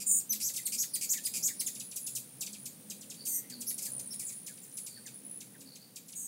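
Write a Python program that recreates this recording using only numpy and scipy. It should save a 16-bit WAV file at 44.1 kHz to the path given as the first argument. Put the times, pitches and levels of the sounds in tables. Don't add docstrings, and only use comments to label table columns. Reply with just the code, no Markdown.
import sys
import numpy as np
from scipy import signal
from scipy.fft import rfft, irfft, next_fast_len
from scipy.io import wavfile
from scipy.ndimage import map_coordinates

SR = 44100
rng = np.random.default_rng(int(sys.argv[2]) if len(sys.argv) > 2 else 0)


def materialize(psi):
    bounded = np.clip(np.atleast_2d(psi).T, -1, 1)
    quanta = np.round(bounded * 32767).astype(np.int16)
    wavfile.write(sys.argv[1], SR, quanta)


N = 276507
TIME = np.arange(N) / SR

# (start [s], fall time [s], level [dB], overtones [dB])
CHIP_CALLS = [(0.193, 0.0052, -41, 10), (.347, 0.0052, -37.5, -4), (0.536, 0.0053, -37, 4),
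              (0.56, 0.007, -31.5, 0), (1.169, 0.0067, -37.5, -7), (1.236, 0.0052, -38.5, 4),
              (1.749, 0.0068, -41.5, -2.5), (1.797, 0.006, -36.5, -5), (1.912, 0.0055, -41.5, -7),
              (1.958, 0.006, -34, 7.5), (2.064, 0.0058, -34, 2.5), (2.15, 0.0082, -33, 2),
              (2.407, 0.0082, -33.5, -2), (2.463, 0.0045, -35, -9), (2.528, 0.01, -43, -7),
              (2.654, 0.0051, -36.5, 3), (2.898, 0.0074, -37.5, -4.5), (3.009, 0.01, -47, -9),
              (3.098, 0.008, -41, -4.5), (3.14, 0.0033, -44.5, -10), (3.251, 0.0075, -36, 6),
              (3.497, 0.0037, -40, 1), (3.603, 0.0063, -38.5, 15), (3.612, 0.0059, -42.5, -5),
              (3.778, 0.0053, -36, 5.5), (3.817, 0.0066, -37.5, 13), (3.85, 0.0053, -34.5, 7),
              (3.991, 0.0041, -40, 4), (4.193, 0.0029, -34.5, 14), (4.213, 0.0073, -46, 0),
              (4.318, 0.0048, -46.5, 6), (4.463, 0.0072, -40, -0.5), (4.573, 0.0038, -49, -9),
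              (4.713, 0.0053, -56, -9), (4.769, 0.0056, -39.5, 3), (4.862, 0.0056, -39, 2.5),
              (5.061, 0.0083, -42.5, -6), (5.404, 0.0057, -42, -4.5), (5.605, 0.0058, -48, -3),
              (5.755, 0.0036, -43.5, -5), (5.958, 0.0053, -40, -3.5), (6.081, 0.0065, -48, -1),
              (6.124, 0.0053, -45.5, -14)]
# (time [s], end pitch [Hz])
CHIP_END_HZ = [(0, 2185), (3.0, 2165), (4.5, 1842), (6.2, 2030)]
# (start [s], hold [s], start pitch [Hz], top pitch [Hz], level [dB], overtones [dB], rasp [0-1])
SQUEAK_CALLS = [(0.292, 0.027, 6260, 6060, -25.5, 0.5, 0.03), (0.409, 0.067, 4910, 7240, -32, -2, 0.8),
                (0.653, 0.0069, 4340, 4450, -29, 7, 0.14), (0.776, 0.039, 5690, 7250, -29.5, -3, 0.79),
                (.934, 0.011, 4740, 4920, -29, 4.5, 0.3), (1.088, 0.031, 5700, 7770, -27, -1, 0.68),
                (1.249, 0.0071, 4880, 5000, -26.5, 3.5, 0.07), (1.422, 0.043, 5580, 7670, -28.5, -4, 0.7),
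                (1.594, 0.0037, 5660, 5480, -26.5, 3, 0.33), (1.661, 0.0052, 3650, 3600, -30.5, 8, 0.2),
                (3.663, 0.029, 5100, 6000, -32, 7.5, 0.44), (4.102, 0.021, 5100, 5540, -39, -1.5, 0.21),
                (4.262, 0.023, 7700, 7710, -40, -3.5, 0.45), (4.614, 0.022, 7900, 7380, -49, 6, 0.3)]
# (start [s], end [s], chips [1/s], level [dB])
CHATTER_RUNS = [(0, 0.034, 128, -38), (0.399, 0.427, 106, -36), (0.719, 0.755, 109, -32.5),
                (1.009, 1.054, 98, -33), (1.336, 1.383, 125, -32.5), (3.79, 3.854, 113, -46.5)]
# (start [s], end [s], swings [1/s],
# centre [Hz], swing [Hz], sag [Hz], level [dB], overtones [dB])
BUZZ_CALLS = [(0.06, 0.202, 109, 8300, 1240, 352, -28, -2), (3.264, 3.396, 119, 7800, 1560, 403, -33, 4),
              (6.151, 6.28, 110, 7580, 1030, 197, -44, -2.5)]
# (start [s], length [s], end pitch [Hz], level [dB])
WHISTLE_CALLS = [(0.574, 0.04, 1840, -52), (0.829, 0.029, 1744, -59), (1.141, 0.055, 1767, -50.5),
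                 (1.485, 0.042, 1700, -50.5), (3.508, .039, 1455, -60.5), (3.854, 0.042, 1616, -61),
                 (4.197, 0.046, 1850, -62), (4.290, 0.049, 1883, -61), (4.478, 0.047, 1480, -61.5),
                 (4.963, 0.033, 1476, -56.5), (5.052, 0.034, 1563, -58), (5.543, 0.03, 1480, -58)]
# (frequency [Hz], level [dB])
THROAT_RESPONSE = [(1500, -13.5), (2300, -8), (3500, -10), (5000, -5.5), (7000, 0), (9000, 1.5),
                   (11000, -3.5), (15000, -11.5)]

# (start [s], length [s], middle pitch [Hz], level [dB])
CLOSE_PASSES = [(2.0, 0.21, 10070, -48.5), (2.585, 0.078, 9700, -51.5), (3.698, 0.057, 9950, -42.5),
                (3.874, 0.21, 9530, -43.5), (4.13, 0.26, 9620, -46), (4.726, .13, 10230, -46.5),
                (5.129, 0.069, 9930, -51), (5.236, .15, 10080, -47), (6.06, 0.18, 10240, -55)]
# (time [s], level [dB])
FLOCK_TRILL_LEVEL = [(0, -68), (.7, -50.5), (2.0, -52), (2.9, -57.5), (3.6, -56.5), (4.0, -47), (4.5, -51),
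                     (5.2, -58), (5.9, -62.5), (6.27, -81)]
# (start [s], length [s], middle pitch [Hz], level [dB])
DISTANT_NOTES = [(3.163, 0.11, 4600, -54.5), (3.29, 0.24, 2020, -69), (3.51, 0.044, 4560, -49),
                 (4.90, 0.078, 4570, -58.5), (5.66, 0.096, 4470, -58.5), (5.811, 0.058, 4600, -63)]
# (middle [s], length [s], middle pitch [Hz], level [dB])
HUM_SWELLS = [(.08, .22, 198.3, -60), (.35, .18, 210.3, -56.5), (.74, .14, 204, -58),
              (1.41, .14, 166.7, -57.5), (2.17, .16, 127, -59.5), (2.37, .14, 131.4, -60),
              (2.52, .2, 204.2, -55.5), (2.65, .14, 131.4, -59.5), (2.89, .12, 205.6, -55.5),
              (3.57, .2, 243.4, -53.5), (3.95, .18, 130, -59), (4.2, .12, 130, -60.5),
              (5.64, .14, 262.5, -58)]
# (middle [s], length [s], level [dB])
AIRY_SWELLS = [(1.397, 0.19, -67), (2.43, 0.13, -65.5), (3.96, 0.26, -63)]
# (frequency [Hz], relative level [dB])
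AIRY_COLOUR = [(100, -30), (300, -4), (500, -1), (800, -8.5), (1300, -15), (2500, -40)]

# (frequency [Hz], time to decay 60 dB [s], relative level [dB])
PORCH_BANDS = [(1550, 0.25, -1), (3970, 0.46, 5.5), (8600, 0.24, 4.5), (14900, 0.25, 8)]
# (delay [s], level relative to the echo spray [dB])
PORCH_REFLECTIONS = [(.0045, -5), (.0085, -12.5), (.014, -7.5)]

# (time [s], level [dB])
WHIRR_LEVEL = [(0, -58.5), (1.1, -60), (1.4, -57), (2.1, -60.5), (2.6, -58.5), (4.0, -57), (4.4, -61),
               (4.9, -60.5), (5.4, -58), (6.27, -63)]
# (frequency [Hz], relative level [dB])
WHIRR_COLOUR = [(26, -66), (45, -44), (70, -35.5), (117, -5), (151, -5), (200, -1.5), (251, -2.5),
                (361, -12), (410, -13), (492, -10), (710, -21.5), (817, -20), (1300, -38), (1690, -41),
                (2860, -120)]
# (partial [Hz], level relative to the stirred air [dB])
HOVER_PARTIALS = [(135, -15), (187, -8.5), (228, -11.5)]
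# (time [s], level [dB])
HISS_LEVEL = [(0, -56), (2, -56.5), (4.2, -56), (5.6, -58), (5.95, -59.5), (6.27, -59)]
# (frequency [Hz], relative level [dB])
HISS_COLOUR = [(40, -6.5), (700, 1), (1200, 2), (2500, 3), (4000, 3), (7000, 4.5), (10000, 5), (15000, 7.5)]

TUMBLE_S = 0.021
BUZZ_ATTACK_S, BUZZ_RELEASE_S = 0.011, 0.04
WHISTLE_START_RATIO = 1.42
WINGBEAT_HZ = 64.5
TRILL_HZ, TRILL_WANDER_HZ, FLOCK_SIZE = 9640, 218.8, 2
TRILL_FALL = 0.0151
HUM_FALL = 0.043
CUTOFF_HZ = 15750


def chips(top_hz=9300, rough=0.054, dying_db=3.5, scatter=0.052):
    out, jitter = np.zeros(N), drift(4500)
    chances = rng.standard_normal(len(CHIP_CALLS))
    for (start, fall, level_db, overtones_db), chance in zip(CHIP_CALLS, chances):
        length = 4.2 * fall
        part, t = span(start, start + length)
        end_hz = np.interp(start, *np.transpose(CHIP_END_HZ)) * (1 + scatter * chance)
        hz = end_hz + (top_hz - end_hz) * np.exp(-t / fall)
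        hz = hz * (1 + rough * jitter[part])
        swell = fade(t, length, 0.0035, 0.3 * length)
        swell = swell * from_db(level_db + dying_db * (1 - t / fall))
        out[part] += swell * syrinx(hz, overtones_db, slope_db=-1.5)
    return out


def squeaks(end_hz=1900, flutter_hz=350, flutter_depth=0.19, rough=0.0496, tumble_rough=0.0585):
    out, jitter, wobble = np.zeros(N), drift(2800), drift(200)
    for start, hold, start_hz, top_hz, level_db, overtones_db, rasp in SQUEAK_CALLS:
        tumble = TUMBLE_S * (1 + rasp / 2)
        length = hold + tumble
        part, t = span(start, start + length)
        climb = np.sin(np.pi / 2 * np.minimum(t / hold, 1))
        drop = np.sin(np.pi / 2 * np.clip((t - hold) / tumble, 0, 1)) ** 2
        hz = (start_hz + (top_hz - start_hz) * climb) * (1 - drop) + end_hz * drop
        flutter = rasp * np.sin(2 * np.pi * flutter_hz * t + wobble[part])
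        roughness = rasp * rough + tumble_rough * np.sqrt(drop)
        hz = hz * (1 + flutter_depth * flutter + roughness * jitter[part])
        swell = fade(t, length, 0.009 + 0.26 * hold, 0.0014)
        swell = swell * from_db(level_db - 6 * flutter - 13.0 * drop)
        out[part] += swell * syrinx(hz, overtones_db * (1 - drop), slope_db=-1.0)
    return out


def chatter(top_hz=5200, end_hz=2200, rough=0.0584, flick_db=8):
    out, jitter = np.zeros(N), drift(2500)
    for start, end, per_s, level_db in CHATTER_RUNS:
        part, t = span(start, end)
        cycle = t * per_s % 1
        hz = end_hz + (top_hz - end_hz) * np.exp(-4 * cycle)
        hz = hz * (1 + rough * jitter[part])
        tick_db = flick_db * (np.sin(np.pi * cycle) - 1.15)
        swell = fade(t, end - start, 0.0047, 0.0047) * from_db(level_db + tick_db)
        out[part] += swell * syrinx(hz, overtones_db=4, slope_db=-1.4)
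    return out


def buzzes(rough=0.0146, turn_db=7, upper_db=1.5):
    out, jitter, effort = np.zeros(N), drift(1500), drift(150)
    for start, end, per_s, centre_hz, swing_hz, sag_hz, level_db, overtones_db in BUZZ_CALLS:
        length = end - start
        part, t = span(start, end)
        swing = np.cos(2 * np.pi * per_s * t)
        hz = centre_hz + swing_hz * swing - sag_hz * t / length
        voice = syrinx(hz * (1 + rough * jitter[part]), overtones_db, slope_db=-6)
        throb_db = turn_db * (swing ** 2 - 0.5) + upper_db * swing + 2.0 * effort[part]
        swell = fade(t, length, BUZZ_ATTACK_S, BUZZ_RELEASE_S)
        out[part] += from_db(level_db + throb_db) * swell * voice
    return out


def whistles(rough=0.026, uneven_db=3.5):
    out, jitter, effort = np.zeros(N), drift(600), drift(200)
    for start, length, end_hz, level_db in WHISTLE_CALLS:
        part, t = span(start, start + length)
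        sink = 1 + (WHISTLE_START_RATIO - 1) * (1 - t / length) ** 2
        hz = end_hz * sink * (1 + rough * jitter[part])
        swell = from_db(level_db + uneven_db * effort[part]) * fade(t, length, 0.0039, 0.018)
        out[part] += swell * tone(hz)
    return out


def syrinx(hz, overtones_db, slope_db, count=7):
    phase, out = 2 * np.pi * np.cumsum(hz) / SR, 0
    for k in range(1, count + 1):
        level_db = at_hz(THROAT_RESPONSE, k * hz)
        if k > 1:
            level_db = level_db + overtones_db + slope_db * (k - 2)
        audible = np.clip((18000 - k * hz) / 2000, 0, 1)
        out = out + from_db(level_db) * audible * np.sin(k * phase)
    return out / np.sqrt((1 + from_db(overtones_db) ** 2) / 2)


def flock_trill(swell_db=3, lag_s=0.0037):
    birds = np.zeros(N)
    for _ in range(FLOCK_SIZE):
        beat_time = TIME + lag_s * drift(2.3)
        centre_hz = TRILL_HZ + TRILL_WANDER_HZ * drift(6)
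        bird = trill(beat_time, centre_hz, glide=0.172, rough=0.041, sharpness=2.4, uneven_db=1.0)
        birds += from_db(swell_db * drift(5.3)) * bird
    return from_db(in_time(FLOCK_TRILL_LEVEL)) * rms_one(birds)


def single_notes(rows, glide, rough, sharpness):
    out = np.zeros(N)
    for start, length, hz, level_db in rows:
        part, t = span(start, start + length)
        along = np.clip(t / length, 0, 1)
        centre_hz = hz * (1 - TRILL_FALL * (along - 0.5))
        voice = trill(t, centre_hz, glide, rough, sharpness, uneven_db=4.0)
        out[part] += from_db(level_db) * rms_one(np.sin(np.pi * along) ** 0.12 * voice)
    return out


def trill(t, centre_hz, glide, rough, sharpness, uneven_db):
    beat = (t * WINGBEAT_HZ + 0.5) % 1 - 0.5
    hz = centre_hz * (1 - glide * beat + rough * drift(2200)[:len(t)])
    stroke = np.exp(sharpness * np.cos(2 * np.pi * beat))
    stroke = stroke * from_db(uneven_db * drift(40)[:len(t)])
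    return rms_one(stroke * tone(hz))


def hum_swells(waver=0.023):
    out, jitter = np.zeros(N), drift(40)
    for middle, length, middle_hz, level_db in HUM_SWELLS:
        part, t = span(middle - length / 2, middle + length / 2)
        along = np.clip(t / length, 0, 1)
        hz = middle_hz * (1 - HUM_FALL * (along - 0.5) + waver * jitter[part])
        out[part] += np.sqrt(2) * from_db(level_db) * np.sin(np.pi * along) * tone(hz)
    return out


def airy_swells():
    out, airy_noise = np.zeros(N), coloured(AIRY_COLOUR)
    for middle, length, level_db in AIRY_SWELLS:
        part, t = span(middle - length / 2, middle + length / 2)
        out[part] += from_db(level_db) * np.sin(np.pi * t / length) * airy_noise[part]
    return out


def porch(x, wet_db, early_s, tail_db=-7, first_s=0.0013):
    t = TIME[:SR // 2]
    white, response = rng.standard_normal(len(t)), 0
    edges = np.geomspace(1000, 18000, 6)
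    for low, high in zip(edges, edges[1:]):
        hz = np.sqrt(low * high)
        band = signal.sosfilt(signal.butter(2, [low, high], "band", fs=SR, output="sos"), white)
        tail = from_db(tail_db - 60 * t / at_hz(PORCH_BANDS, hz))
        decay = np.exp(-t / early_s) + tail
        decay = decay * np.clip(t / first_s - 1, 0, 1)
        gain = from_db(at_hz(PORCH_BANDS, hz, axis=2))
        response = response + gain * band * decay / np.sqrt(np.sum(decay ** 2))
    echoes = signal.fftconvolve(x, response)[:N]
    for delay, level_db in PORCH_REFLECTIONS:
        path_s = delay * (1 + drift(1) / 10)
        echoes = echoes + from_db(level_db) * map_coordinates(x, [(TIME - path_s) * SR], order=3)
    return (x + from_db(wet_db) * echoes) / np.sqrt(1 + from_db(wet_db) ** 2 / 2)


def hover_hum(waver=0.06, swell_db=4.0):
    out = 0
    for partial_hz, level_db in HOVER_PARTIALS:
        partial = tone(partial_hz * (1 + waver * drift(20)))
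        out = out + from_db(level_db) * rms_one(from_db(swell_db * drift(18)) * partial)
    return out


def stirred_air():
    return from_db(in_time(WHIRR_LEVEL) - 0.5) * (coloured(WHIRR_COLOUR) + hover_hum())


def still_air():
    return from_db(in_time(HISS_LEVEL)) * coloured(HISS_COLOUR)


def from_db(db):
    return 10 ** (np.asarray(db) / 20)


def rms_one(x):
    return x / np.sqrt(np.mean(x ** 2) + 1e-20)


def at_hz(points, hz, axis=1):
    points = np.array(points)
    return np.interp(np.log(np.maximum(hz, 1)), np.log(points[:, 0]), points[:, axis])


def in_time(rows):
    return np.interp(TIME, *np.transpose(rows))


def tone(hz):
    return np.sin(2 * np.pi * np.cumsum(hz) / SR)


def drift(rate):
    return rms_one(np.interp(TIME * rate, np.arange(N), rng.standard_normal(N)))


def coloured(spectrum):
    size = next_fast_len(N)
    gain = from_db(at_hz(spectrum, np.fft.rfftfreq(size, 1 / SR)))
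    return rms_one(irfft(rfft(rng.standard_normal(size)) * gain, size)[:N])


def span(start, end):
    first = max(int(start * SR), 0)
    last = min(int(max(end, start + 0.002) * SR), N)
    part = slice(first, last)
    return part, np.maximum(TIME[part] - start, 0)


def fade(t, length, attack, release):
    rise = np.sin(np.pi / 2 * np.clip(t / attack, 0, 1))
    return rise * np.sin(np.pi / 2 * np.clip((length - t) / release, 0, 1))


def scene():
    calls = porch(chips() + chatter(), wet_db=-1.0, early_s=0.038, tail_db=-12.0)
    calls += porch(squeaks() + whistles(), wet_db=-1.5, early_s=0.025, tail_db=-3.5)
    calls += porch(buzzes(), wet_db=4, early_s=0.017, tail_db=-8.0)
    close = single_notes(CLOSE_PASSES, glide=0.15, rough=0.027, sharpness=4.3)
    far = single_notes(DISTANT_NOTES, glide=0.17, rough=0.03, sharpness=2.6)
    trilling = porch(flock_trill() + close + far, wet_db=0.0, early_s=0.0071, tail_db=1)
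    wings = trilling + hum_swells() + airy_swells()
    return (calls + wings + stirred_air() + still_air())[None]


def record(dry):
    return signal.sosfilt(signal.ellip(12, 0.2, 80, CUTOFF_HZ, fs=SR, output="sos"), dry)


dry = scene()
out = record(dry)
materialize(out)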